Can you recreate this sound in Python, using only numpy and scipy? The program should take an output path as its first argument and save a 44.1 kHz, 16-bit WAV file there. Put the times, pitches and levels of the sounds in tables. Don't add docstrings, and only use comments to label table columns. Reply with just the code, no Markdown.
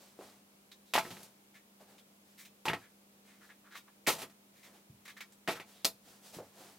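import sys
import numpy as np
from scipy import signal
from scipy.fft import rfft, irfft
from scipy.io import wavfile
from scipy.ndimage import uniform_filter1d, map_coordinates

SR = 44100
rng = np.random.default_rng(int(sys.argv[2]) if len(sys.argv) > 2 else 0)


def master_out(mix):
    frames = np.transpose(np.atleast_2d(mix))
    ceiling = np.clip(frames, -1, 1)
    pcm = np.round(ceiling * 32767).astype(np.int16)
    wavfile.write(sys.argv[1], SR, pcm)


N = 298998
FFT_SIZE = 2 ** 15
HZ = np.maximum(np.fft.rfftfreq(FFT_SIZE, 1 / SR), 1)
AGE_S = np.arange(FFT_SIZE // 2) / SR
TIME_S = np.arange(N) / SR

# (frequency [Hz], T60 [s])
ROOM_DECAY = [(100, 0.32), (300, 0.13), (800, 0.15), (2000, 0.1), (5000, 0.1), (13000, 0.099)]
# (frequency [Hz], side minus mid [dB])
DIFFUSE_WIDTH = [(30, -11.5), (70, -30), (130, -48), (300, -68), (600, -28.5), (1200, -13), (2500, -9.5),
                 (5000, -8), (9000, -4), (13000, -3)]
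# (frequency [Hz], gain [dB])
AIR_SPECTRUM = [(15, -67), (25, -30), (145, -13.5), (175, -10.5), (200, -7.5), (249, -11.5), (344, -11),
                (394, -15), (451, -13), (1440, -23.5), (1790, -25.5), (2280, -23.5), (5140, -27),
                (13600, -27), (16000, -28.5)]
# (frequency [Hz], side minus mid [dB])
HISS_WIDTH = [(30, -14), (150, -17.5), (380, -7), (700, -1.5), (1300, 2), (16000, 0.5)]
# (frequency [Hz], rms level [dB])
HUM_TONES = [(200.0, -70), (230.0, -86), (299.9, -83), (400.0, -86)]
# (frequency [Hz], gain [dB])
BRUSH_SPECTRUM = [(40, -25), (110, -8), (300, -3), (700, -1.5), (1300, -9), (3000, -15), (8000, -49)]
# (frequency [Hz], gain [dB])
FABRIC_SPECTRUM = [(500, -32), (1300, -2.5), (2100, -3), (4000, 2.5), (8000, -0.5), (13000, -4.5),
                   (16000, -6)]
# (start [s], length [s], relative brush [dB], hiss [dB])
CLOTH_STROKES = [(-.04, 0.25, -64, -62.5), (0.16, 0.28, -58.5, -60.5), (1.166, 0.17, -60.5, -60.5),
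                 (1.788, 0.095, -60, -66), (1.857, 0.18, -63, -67.5), (2.23, 0.31, -80, -71.5),
                 (3.227, 0.22, -71.5, -68.5), (3.392, 0.19, -70, -67.5), (4.63, 0.17, -61.5, -67),
                 (4.725, 0.13, -64.5, -68), (5.64, 0.23, -64.5, -62.5), (6.021, 0.26, -62.5, -61.5),
                 (6.212, 0.21, -62.5, -57), (6.324, 0.097, -54.5, -54), (6.372, 0.26, -65, -67),
                 (6.528, 0.33, -57, -58.5)]
# (time [s], level [dB], pitch [Hz], resonance [dB], slip time [s])
FLOOR_BUMPS = [(0.19, -6.5, 392, 9, .0013), (0.211, -7.5, 605, -4, 0.015), (1.109, -10.5, 170, 14, .005),
               (1.168, -15, 187, 13, .0024), (1.806, -26.5, 625, 19, 0.0028),
               (2.680, -0.5, 164, 15, 0.0043), (2.697, -4.5, 110, 13, 0.0032),
               (4.899, -6.5, 128, 8, 0.00091), (6.368, 1.5, 141, -3, 0.011), (6.387, -1, 470, 6, 0.024)]
# (frequency [Hz], gain [dB])
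LEATHER_SPECTRUM = [(100, -27), (600, -8.5), (1150, -5.5), (1650, -4), (2400, -5), (2900, -6), (3800, -3),
                    (4700, -9), (6000, -10), (10000, -16.5), (15000, -17)]
# (frequency [Hz], width [Hz], strength [dB])
UPPER_MODES = [(1133, 50, 6.5), (1390, 60, 2), (1710, 50, 6.5), (1870, 85, 1), (2100, 60, 4.5),
               (2320, 51, 4), (2550, 41, 0), (3350, 53, -14), (3870, 100, -2)]
# (time [s], relative level [dB], slip time [s], pitch [Hz], edge [dB])
LEATHER_RUBS = [ (0.7144, -19.5, 0.008, 4000, 6), (0.857, -33, 0.044, 4000, 16),
                (1.542, -21, 0.023, 2180, 5), (1.981, -26, 0.0085, 3000, 10),
                (2.377, -19.5, 0.034, 2010, 17), (2.451, -23, 0.0058, 2640, 14.5),
                (2.811, -18.5, 0.036, 1690, -9), (3.247, -23, .08, 2200, -1), (3.408, -21, 0.03, 1620, -8),
                (3.492, -16, .013, 1790, -11), (3.643, -19.5, 0.032, 1460, -25),
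                (3.708, -14, 0.033, 1560, -0.5), (3.747, -8, 0.0072, 1130, -2.5),
                (3.764, -16.5, 0.01, 2440, 11.5), (3.877, -20, 0.0074, 1000, -18),
                (4.54, -28, .07, 2100, 15), (4.629, -21, 0.025, 2130, 11), (5.0523, -16.5, .006, 1910, 7),
                (5.076, -14, 0.0056, 2100, 5), (5.092, -14.5, 0.0096, 1980, 3),
                (5.166, -14.5, 0.012, 1810, 2), (5.2044, -7.5, 0.0076, 2300, 2.5),
                (5.322, -30.5, 0.0035, 7700, 11.5), (5.729, -24.5, .07, 3450, 5)]
# (frequency [Hz], gain [dB])
SOLE_SPECTRUM = [(30, -26), (52, -24), (85, -16.5), (108, -12.5), (240, -2.5), (400, -2.5), (800, -1.5),
                 (1500, -5.5), (2600, -4.5), (4000, -8.5), (6000, -14.5), (10000, -18.5), (13500, -18.5),
                 (16000, -28.5)]
# (frequency [Hz], width [Hz], strength [dB])
IMPACT_MODES = [(36, 5.4, 11), (109.6, 13, 8.5), (170, 45, 6), (284.5, 25, 4.5), (363.4, 19, 7),
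                (397, 15, 3.5), (472, 16.5, 4.5), (668, 18, 7.5), (870, 20, 6.5), (1016, 17, 2.5),
                (1307, 26, 7), (1502, 23.3, -3.5), (1897, 37, 5), (2220, 20.3, 1.5), (2480, 10, 4),
                (2680, 32, -3.5), (4952, 12, -8)]
# (time [s], level [dB], slip time [s])
SOLE_SKIDS = [(1.025, -9.5, 0.13), (2.77, -24.5, .05), (4.147, -11.5, .02), (4.184, -8.5, 0.026)]
# (time [s], level [dB], weight [dB], crack [dB], hollow [Hz], hollow [dB], slip time [s])
HEEL_KNOCKS = [ (0.9372, 5.5, -16, 6.5, 2870, 6, 0.0034), (0.9398, 4.5, -24, 1, 870, 10, 0.012),
               (0.9530, 10.5, -6, -7, 820, 8.5, 0.0026), (0.96, 7, -7, 2.5, 640, 7.5, 0.0032),
               (0.9784, 10, -11, -19, 900, 8.5, .0002), (0.9834, 5.5, -10, 3.5, 1360, 8, 0.0024),
               (1.05, -9, 8.5, -26, 1860, 8.5, 0.0035), (1.106, -10.5, 6, 2, 3780, 5.5, 0.008),
               (1.169, -17.5, 5, 0, 1930, 7, .003), (1.231, -27.5, 3, 24, 3000, -1, .002),
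               (2.6546, 1.5, -1.5, 3.5, 920, 12.5, 0.0053), (2.679, 4.5, -11.5, -7.5, 388, 11, 0.0044),
               (2.6832, 5, -23, -4.5, 2660, 11.5, 0.0016), (2.699, 0, -2.5, -8, 1710, 13, 0.0035),
               (2.7328, 3, -1, -7.5, 1930, 6, 0.0025), (2.7372, -7, -2, -6, 800, 11.5, 0.0013),
               (4.066, -4.5, -34, 3, 2290, 16, 0.0034), (4.07, 5.5, -21, 11, 1920, 7.5, 0.0037),
               (4.0761, 7, 3.5, 11, 490, 7.5, 0.0074), (4.087, 5, -2, 10.5, 1200, 9, 0.0036),
               (4.102, -2, -2, 14, 367, 1, .008), (4.122, -5, -13, 12.5, 486, 6, .006),
               (4.218, -7.5, 4.5, 10, 1880, 3, 0.0063), (4.234, -14, 5, -3, 700, -6, 0.0048),
               (4.298, -28.5, 6, 10, 1500, 5, .005), (5.476, 4, -2, -2, 1890, 6.5, 0.0044),
               (5.4856, 2.5, 4, .5, 650, 10, 0.0059), (5.4917, 4, -13, -11, 377, 12, 0.0023),
               (5.506, -3.5, 3, 7, 2100, 3.5, 0.016), (5.553, -10, -10, 4, 1500, 9, 0.013),
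               (5.599, -8, -1, -3, 2200, 7, 0.0042), (5.8466, -3.5, 3.5, 20.5, 4180, 9.5, 0.00097),
               (5.85, -1.5, 1, 4, 530, 11.5, 0.0032), (5.852, -1, -19, 20, 4530, 9.5, 0.00037)]


def from_db(db):
    return 10 ** (np.asarray(db) / 20)


def at_hz(points, hz):
    knots_hz, values = np.transpose(points)
    return np.interp(np.log(hz), np.log(knots_hz), values)


def unit_energy(x):
    return x / np.sqrt(np.sum(x ** 2) + 1e-20)


def add(out, time_s, sound):
    start = max(int(time_s * SR), 0)
    out[:, start:start + sound.shape[1]] += sound[:, :N - start]


def drift(rate_hz):
    return map_coordinates(rng.standard_normal(4096), [TIME_S * rate_hz], order=3, mode="wrap")


def coloured(x, gain_db):
    cepstrum = irfft(np.log(from_db(gain_db)))
    cepstrum[1:FFT_SIZE // 2] *= 2
    cepstrum[FFT_SIZE // 2 + 1:] = 0
    return irfft(rfft(x, FFT_SIZE) * np.exp(rfft(cepstrum)))


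def above(hz):
    return 1 / (1 + (hz / HZ) ** 3)


def resonance_db(hz, peak_db, sharpness=1.19):
    height = from_db(max(peak_db, 0))
    offset = sharpness * height * (HZ / hz - hz / HZ)
    return 10 * np.log10(1 + (height ** 2 - 1) / (1 + offset ** 2))


def ringing_db(modes, vary_db=1.5, detune=0):
    power = 0
    for (hz, width_hz, db), (strength, shift) in zip(modes, rng.standard_normal((len(modes), 2))):
        offset = 2 * (HZ - hz * (1 + detune * shift)) / width_hz
        power += from_db(2 * (db + vary_db * strength)) / (1 + offset ** 2)
    return 10 * np.log10(1 + power)


def stereo_noise(spectrum, size, width=DIFFUSE_WIDTH):
    hz = np.maximum(np.fft.rfftfreq(size, 1 / SR), 1)
    mid, side = np.exp(2j * np.pi * rng.random((2, len(hz)))) * from_db(at_hz(spectrum, hz))
    mid = irfft(mid, size)
    side = irfft(side * from_db(at_hz(width, hz)), size)
    return (mid + side * [[1], [-1]]) / np.std(mid)


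def room(direct_db, late_db=-32, late_t60_s=0.36, shell_s=0.0019, build_s=0.0013):
    hz = np.maximum(np.fft.rfftfreq(len(AGE_S), 1 / SR), 1)
    field = rfft(stereo_noise([(1, 0), (SR, 0)], len(AGE_S)))
    late = from_db(late_db - 60 * AGE_S / late_t60_s)
    tail = 0
    for band_hz, t60_s in ROOM_DECAY:
        share = at_hz([(f, f == band_hz) for f, _ in ROOM_DECAY], hz)
        tail += irfft(field * share) * (from_db(-60 * AGE_S / t60_s) + late)
    tail = np.sqrt(2) * unit_energy(tail * (1 - np.exp(-AGE_S / build_s)))
    buzz = unit_energy(rng.standard_normal(len(AGE_S)) * np.exp(-AGE_S / shell_s))
    push = unit_energy(np.exp(-AGE_S / 0.00014))
    direct = unit_energy(buzz + 0.62 * push)
    return (tail + from_db(direct_db) * direct) / np.sqrt(1 + from_db(2 * direct_db))


def contact(slip_s, direct_db, snap, slips_per_s, grain_db=3, swell=0):
    slips = (rng.random(len(AGE_S)) < slips_per_s / SR) * from_db(grain_db * rng.standard_normal(len(AGE_S)))
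    slips *= rng.choice([-1, 1], len(AGE_S))
    pressure = np.exp(-0.5 * ((1 + swell) * AGE_S / slip_s - 2 * swell) ** 2)
    force = unit_energy(slips * pressure)
    force[0] += snap
    heard = signal.fftconvolve(room(direct_db), force[None], axes=1)
    power = uniform_filter1d(np.abs(rfft(heard.mean(axis=0), FFT_SIZE)) ** 2, size=81)
    return coloured(heard, -10 * np.log10(power + 1e-4))


def background(air_db=-67):
    hum = 0
    for hz, db in HUM_TONES:
        hum += np.sqrt(2) * from_db(db) * np.sin(2 * np.pi * (hz * TIME_S + rng.random()))
    return hum + from_db(air_db) * stereo_noise(AIR_SPECTRUM, N, HISS_WIDTH)


def clothes(brush_trim_db=-1, grain_db=0.35, rise_share=0.25, speed_power=1.15):
    brush, hiss = np.zeros((2, N))
    for start_s, length_s, brush_db, hiss_db in CLOTH_STROKES:
        speed = np.interp((TIME_S - start_s) / length_s, [0, rise_share, 1], [0, 1, 0])
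        stroke = speed ** speed_power
        brush += stroke * from_db(brush_db + brush_trim_db)
        hiss += stroke * from_db(hiss_db)
    brushing = brush * stereo_noise(BRUSH_SPECTRUM, N)
    grain = from_db(grain_db * drift(rate_hz=230))
    return brushing + hiss * grain * stereo_noise(FABRIC_SPECTRUM, N)


def bumps(width_octaves=1.63, depth_db=40):
    out = np.zeros((2, N))
    for time_s, db, hz, peak_db, slip_s in FLOOR_BUMPS:
        push = contact(slip_s, direct_db=-3, snap=0.98, slips_per_s=980)
        bell = np.exp(-0.5 * (np.log2(HZ / hz) / width_octaves) ** 2)
        add(out, time_s, coloured(push, db + depth_db * (bell - 1) + resonance_db(hz, peak_db)))
    return out


def rubs(edge_hz=4200, trim_db=-3, grip_db=9):
    out = np.zeros((2, N))
    for time_s, db, slip_s, hz, edge_db in LEATHER_RUBS:
        slips = contact(slip_s, direct_db=-3, snap=0.085, slips_per_s=2200, grain_db=4, swell=0.52)
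        shoe_db = at_hz(LEATHER_SPECTRUM, HZ) + resonance_db(hz, grip_db) + edge_db * above(edge_hz)
        modes_db = ringing_db(UPPER_MODES, vary_db=2.5, detune=0.023)
        add(out, time_s, coloured(slips, db + trim_db + shoe_db + modes_db))
    return out


def skids(edge_db=12, edge_hz=4000, hollow_hz=690, hollow_db=4):
    out = np.zeros((2, N))
    shoe_db = at_hz(SOLE_SPECTRUM, HZ) + edge_db * above(edge_hz) + resonance_db(hollow_hz, hollow_db)
    for time_s, db, slip_s in SOLE_SKIDS:
        slips = contact(slip_s, direct_db=-6, snap=0.3, slips_per_s=1800)
        add(out, time_s, coloured(slips, db + shoe_db + ringing_db(IMPACT_MODES)))
    return out


def knocks(weight_hz=420, crack_hz=4000, usual_slip_s=0.0045):
    out = np.zeros((2, N))
    for time_s, db, weight_db, crack_db, hollow_hz, hollow_db, slip_s in HEEL_KNOCKS:
        shelves_db = weight_db * (1 - above(weight_hz)) + crack_db * above(crack_hz)
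        shoe_db = at_hz(SOLE_SPECTRUM, HZ) + shelves_db + resonance_db(hollow_hz, hollow_db)
        direct_db = -5 + 2.5 * np.log2(usual_slip_s / slip_s)
        blow = contact(slip_s, direct_db, snap=0.54, slips_per_s=1800)
        add(out, time_s, coloured(blow, db + shoe_db + ringing_db(IMPACT_MODES)))
    return out


def from_right(x, lag_s=1.4e-5):
    left = map_coordinates(x[0], [(TIME_S - lag_s) * SR], order=5)
    return np.array([left, x[1]])


def scene():
    return from_right(knocks() + skids()) + rubs() + bumps() + clothes() + background()


def record(dry):
    cutoff_hz = 16100
    return signal.sosfilt(signal.ellip(10, 0.1, 80, cutoff_hz, fs=SR, output="sos"), dry)


dry = scene()
out = record(dry)
master_out(out)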